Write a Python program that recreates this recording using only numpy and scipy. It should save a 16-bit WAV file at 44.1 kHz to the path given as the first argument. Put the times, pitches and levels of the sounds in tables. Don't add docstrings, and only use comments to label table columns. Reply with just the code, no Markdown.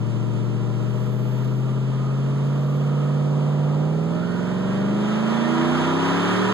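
import sys
import numpy as np
from scipy import signal
from scipy.fft import rfft, irfft, next_fast_len
from scipy.io import wavfile
from scipy.ndimage import uniform_filter1d

SR = 44100
rng = np.random.default_rng(int(sys.argv[2]) if len(sys.argv) > 2 else 0)


def store_wav(level_fs):
    pcm = np.round(np.clip(np.atleast_2d(level_fs), -1, 1) * 32767)
    wavfile.write(sys.argv[1], SR, pcm.T.astype(np.int16))


N = 287973
SIZE = 2 * next_fast_len(N // 2 + SR // 10)
TIME, FREQ = np.arange(N) / SR, np.arange(SIZE // 2 + 1) * SR / SIZE
STEREO_LAG_S = 16 / SR


def undb(db):
    return 10 ** (np.asarray(db) / 20)


def curves(table):
    times, *columns = np.transpose(table)
    return np.array([np.interp(TIME, times, c) for c in columns])


def spectra(table):
    hz, *columns = np.transpose(table)
    return np.array([np.interp(np.log(np.maximum(FREQ, 1)), np.log(hz), c) for c in columns])


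def wobble(per_s):
    hold = int(SR / per_s)
    steps = np.repeat(rng.standard_normal(N // hold + 1), hold)
    smooth = uniform_filter1d(uniform_filter1d(steps, hold), hold)[:N]
    return smooth / smooth.std()


def shape(x, response):
    return irfft(rfft(x, SIZE) * response, SIZE)[..., :N]


def resonances(modes, hz=FREQ):
    return undb(sum(np.array(db)[:, None] / (1 + (2 * (hz - centre) / width) ** 2)
                    for centre, width, *db in modes))


def air(across, right_db):
    near, far = rng.standard_normal((2, N))
    share = across * FREQ ** 4 / (FREQ ** 4 + 605 ** 4)
    late_left = np.exp(-2j * np.pi * FREQ * STEREO_LAG_S * np.array([[2], [0]]))
    pair = shape(near, np.sqrt(1 - share)) + shape(far, np.sqrt(share) * late_left)
    return pair * np.sqrt(SR / 2) * undb([[-right_db / 2], [right_db / 2]])


CYLINDERS = [(0, 1), (1, 1.55), (1, 1.2), (0, 1), (1, 1.2), (0, 1), (0, 1), (1, 1.2)]
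def pulse_phase(harmonic):
    row, size = np.transpose(CYLINDERS)
    far_lag_turns = .005 * ENGINE_SPEED[0][1] / len(CYLINDERS)
    turns = np.arange(len(row)) / len(row) + row * far_lag_turns
    return np.angle(np.sum(size * np.exp(-2j * np.pi * harmonic * turns)))


# f/Hz, left level/dB, right level/dB
MUFFLER_COLOUR = [(45, -10, -9), (70, -10.5, -12), (96, -8, -11), (122.6, 1, -22.5), (150, -1, 0.5),
                  (223, 7.5, 5), (377, -6, -1), (524, -13.5, -6.5), (706, -15, -12.5), (1000, -27, -28.5),
                  (1280, -25, -23.5), (1580, -46.5, -33)]
# f/Hz, width/Hz, left boost/dB, right boost/dB
MUFFLER_MODES = [(94.7, 7, 8.5, 9), (115.4, 4.7, -1.5, -13), (149.4, 3.2, 4.5, -3.5),
                 (249.6, 34, -17, -7.5), (270, 10, 0, -9.5), (298, 13, -9, 4.5), (345.4, 16, -3.5, -6),
                 (358, 8.4, 2.5, 2.5), (414.3, 20.4, 5, 9), (457, 14, -10.5, -1.5), (483, 17, 2, 3.5),
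                 (614, 30, -0.5, 10), (659, 29, -6.5, -4), (696, 29, 1, -12.5), (850, 40, 7, -1.5),
                 (962, 36, 10.5, 6.5), (1840, 74, 6, 9)]
def muffler(pulses):
    band = (FREQ / 62) ** 6 / np.sqrt((1 + (FREQ / 62) ** 12) * (1 + (FREQ / 2100) ** 12))
    echo_phase = 6 * np.sin(2 * np.pi * FREQ / 310) * FREQ ** 2 / (FREQ ** 2 + 800 ** 2)
    chamber_turns = .33 * np.sin(2 * np.pi * FREQ / 83) * FREQ ** 6 / (FREQ ** 6 + 300 ** 6)
    smear = np.exp(-1j * (echo_phase + 2 * np.pi * chamber_turns))
    return shape(pulses, undb(spectra(MUFFLER_COLOUR)) * band * resonances(MUFFLER_MODES) * smear)


# harmonic, boost/dB coasting, pulling gently, at full pedal
LUMPS = [(3, 19.5, 6.5, 11.5), (4, -19, -10.5, -5.5), (5, 15, 9.5, 11), (6, -4.0, 7.5, 0.5), (7, 0, 1, 6.0),
         (9, -14, 1, 2), (12, -22.5, -11.5, 2), (14, -1, -5.5, 0), (15, 1.5, -12.5, 1.5), (16, 8, 4, -1),
         (17, 0.5, -1.5, -4.5), (18, -2, -9.5, -1.5), (19, -3.0, 2, -3), (20, 5.5, -10.5, 4),
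         (21, -7, 5, 3.5), (22, 3.5, -4, 5.5), (23, -2.5, -10, -2), (24, 8, -1, 3), (25, -6, 1, 8),
         (26, -1, -1.5, 6.5), (27, 4, 7.5, -15), (28, -2, -13, -8), (29, -4, 8, 4), (30, -6, -10, 6.5),
         (31, 10, -7, 4.5), (32, 4.5, 3.5, 6), (33, 5, -6.5, 0.5), (34, -1.0, 2, 2), (35, -5, 2.5, -4),
         (36, -4, 2, -8), (37, -3.5, 6, 2), (38, -2.5, -0.5, 8), (39, 6.5, -6, 7.5), (40, 9, 10, -2),
         (41, -0.5, -2, -4), (42, 6, -5, -5), (43, -6, 2, 9), (44, -6.5, 6.5, -17), (45, -7.5, 4.5, 2)]
# t/s, f/Hz, boost/dB
SNARL = [(0, 1100, 4), (2.2, 1170, 7), (2.9, 1140, 7.5), (3.6, 1090, 7.5), (4.02, 970, 3.5),
         (4.22, 1510, 15.5), (4.7, 1560, 6), (5.25, 1950, 7.5), (5.7, 1980, -1), (6.53, 1750, 6)]
def exhaust(angle, cycle_hz, throttle, rumble_db, rasp_db):
    hop = 64
    times, cycle_hz, throttle = TIME[::hop], cycle_hz[::hop], throttle[::hop]
    rumble_db, rasp_db = rumble_db[::hop], rasp_db[::hop]
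    snarl_hz, snarl_db = curves(SNARL)[:, ::hop]
    lumps = {k: np.interp(throttle, [.03, .25, 1], levels) for k, *levels in LUMPS}
    unsteady = angle + .002 * wobble(45)
    pulses = np.zeros(N)
    for k in range(3, 89):
        if k in DRONE_HARMONICS:
            continue
        boost_db = lumps.get(k, 0) + snarl_db * np.exp(-((k * cycle_hz - snarl_hz) / 224) ** 2)
        drift = np.interp(times * 2.955, np.arange(99), rng.standard_normal(99))
        drift_db = 0 if k in lumps else 7 * drift
        high = np.clip((k - 10) / 20, 0, 1)
        level_db = boost_db + (1 - high) * rumble_db + high * (rasp_db + drift_db)
        pulses += np.repeat(undb(level_db), hop)[:N] * np.cos(k * unsteady + pulse_phase(k))
    return muffler(pulses * np.sqrt(2) * undb(.13 * wobble(30)))


# f/Hz, width/Hz, left boost/dB, right boost/dB
CAB_MODES = [(116.1, 21.2, -1.5, -24.5), (145.4, 20.5, 1, 5), (176.8, 41.8, -23, -1),
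             (191.4, 73.3, 21, 0.35), (239, 72, -14.5, 8), (248, 54, 0.6, 3.5), (272, 40, 10.5, -11),
             (319, 31, -7.5, 0.5), (329.5, 21.6, 12, 6.5), (362, 30, 1.5, -0.5), (429, 28, -5, 8),
             (482, 74, -15, -1.5)]
def cab(hz):
    grid = np.linspace(hz.min(), hz.max(), 400)
    gain = resonances(CAB_MODES, grid) / np.sqrt(1 + (113 / grid) ** 4)
    return np.array([np.interp(hz, grid, side) for side in gain])


DRONE_HARMONICS = [8, 10, 11, 13]
# level/dB with the throttle shut, half open, wide open
DRONE_LEVELS = [(-17, -26, -28), (-35.5, -50, -35.5), (-37.5, -37, -30.5), (-36, -41, -38.5)]
def drone(angle, cycle_hz, throttle):
    tones = 0
    for k, levels in zip(DRONE_HARMONICS, DRONE_LEVELS):
        level_db = np.interp(throttle, [0, .5, 1], levels) + .18 * wobble(42)
        tone = np.sqrt(2) * np.cos(k * angle + pulse_phase(k))
        tones += tone * undb(level_db) * cab(k * cycle_hz)
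    return tones


# f/Hz, width/Hz, boost/dB
BAY_MODES = [(306, 17, 12), (625, 51, 6.5), (804, 23, -5), (971, 79, 5), (1117, 45, -3.5), (1508, 78, -5),
             (1704, 38, -1.5), (2090, 150, -1.5), (2220, 87, 0), (3760, 110, 0), (4040, 250, -2)]
def pipe_and_bay(echo):
    bounce = echo / (1 + (FREQ / 2600) ** 2)
    pipe = 1 / (1 - bounce * np.exp(-2j * np.pi * FREQ / 121.8))
    return pipe * resonances(BAY_MODES)


# f/Hz, level/dB
GAS_COLOUR = [(25, -80), (90, -83.5), (240, -63), (400, -63.5), (520, -66), (1000, -59), (1350, -57),
              (1800, -64.5), (2300, -69.5), (3100, -66), (4500, -79.5), (6500, -82), (9000, -91),
              (15000, -106)]
def gas(angle, throttle):
    puffs = 1 + .069 * np.cos(len(CYLINDERS) * angle) + .075 * np.cos(angle)
    rush = air(across=.36, right_db=2) * puffs * undb(-23.5 + 26.5 * throttle + wobble(11))
    return shape(rush, undb(spectra(GAS_COLOUR)) * pipe_and_bay(echo=.22))


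# f/Hz, level/dB
ROLLING_COLOUR = [(25, -78), (70, -70), (135, -68.5), (260, -66.5), (380, -70), (500, -68), (620, -72.5),
                  (740, -75), (1000, -73.5), (1380, -72.5), (1550, -81.5), (2300, -83.5), (3000, -80),
                  (4000, -88.5), (7500, -93.5), (15000, -114)]
def fan_and_tyres(angle, throttle):
    flutter = 1 + .037 * np.cos(2 * angle)
    hiss = air(across=.42, right_db=3) * flutter * undb(-1 + 4 * throttle + .5 * wobble(15))
    return shape(hiss, undb(spectra(ROLLING_COLOUR)) * pipe_and_bay(echo=.026))


# t/s, spread/s, f/Hz, width/Hz, level/dB
WHISTLES = [(1.25, 0.27, 12100, 382, -92.5), (2.7, 0.14, 12450, 380, -99), (4.28, 0.13, 4360, 350, -85)]
def whistle():
    draught = air(across=.4, right_db=-1)

    def ring(hz, width):
        return shape(draught, (1 + 1j * (FREQ - hz) / width) ** -2.)

    sound = ring(hz=12360, width=390) * undb(-106)
    for peak_s, spread_s, hz, width, db in WHISTLES:
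        swell = np.exp(-((TIME - peak_s) / spread_s) ** 2 / 2)
        sound += ring(hz, width) * undb(db) * swell
    return sound


def glitch(at_s=1.446, click_decay_s=.0012, thump_decay_s=.012, thump_hz=50):
    age = np.maximum(TIME - at_s, 0)
    click = air(across=.3, right_db=14) * (age > 0) * np.exp(-age / click_decay_s) * undb(-91)
    thump = np.sin(2 * np.pi * thump_hz * age) * np.exp(-age / thump_decay_s) * undb(-37)
    return click + thump * np.array([[1], [0]])


# t/s, f/Hz
ENGINE_SPEED = [(0.0, 115.9), (0.15, 117.5), (0.45, 119.5), (0.78, 120.1), (0.96, 123.1), (1.3, 126.4),
                (1.65, 130.1), (2.0, 132.7), (2.2, 136.0), (2.46, 139.7), (2.82, 142.9), (3.3, 145.1),
                (3.72, 147.2), (4.02, 160.4), (4.26, 174.1), (4.5, 182.5), (4.74, 192.5), (5.1, 211.5),
                (5.46, 230.8), (5.82, 253.6), (6.1, 275.5), (6.35, 295.0), (6.53, 309.9)]
# t/s, throttle (0 shut, 1 open), rumble level/dB, rasp level/dB
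PEDAL = [(0.0, 0, -43.5, -50), (1.6, 0.06, -46.0, -48.5), (2.7, 0.23, -48, -43), (3.6, 0.24, -46, -39.5),
         (4.0, 0.23, -43.5, -40.5), (4.25, 0.35, -41.5, -40), (4.7, 0.48, -38.5, -37.5),
         (5.05, 0.66, -40.5, -35.5), (5.7, 0.9, -41.5, -26), (6.53, 0.99, -39, -27)]
def scene():
    cycle_hz = curves(ENGINE_SPEED)[0] / len(CYLINDERS)
    throttle, rumble_db, rasp_db = curves(PEDAL)
    angle = 2 * np.pi * np.cumsum(cycle_hz) / SR
    engine = exhaust(angle, cycle_hz, throttle, rumble_db, rasp_db) + drone(angle, cycle_hz, throttle)
    hiss = gas(angle, throttle) + fan_and_tyres(angle, throttle)
    return engine + hiss + whistle() + glitch()


# f/Hz, phase/rad
WIDENING_PHASE = [(95, -3.2), (125, -1), (160, -.3), (195, -.3), (238, -1.7), (260, -.2), (279, 0),
                  (290, 1.6), (301, 2.5), (312, .8), (325, -.2), (360, -.9), (400, -1.5), (600, -2.3),
                  (1000, -3.1)]
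def record(dry):
    lead = spectra(WIDENING_PHASE)[0] + 2 * np.pi * FREQ * STEREO_LAG_S
    fade = np.clip(np.minimum(TIME, TIME[-1] - TIME) / .004, 0, 1)
    left, right = dry * fade
    pair = np.array([left, shape(right, np.exp(-1j * lead))])
    return signal.sosfilt(signal.ellip(10, .1, 80, 15100, fs=SR, output="sos"), pair)


dry = scene()
out = record(dry)
store_wav(out)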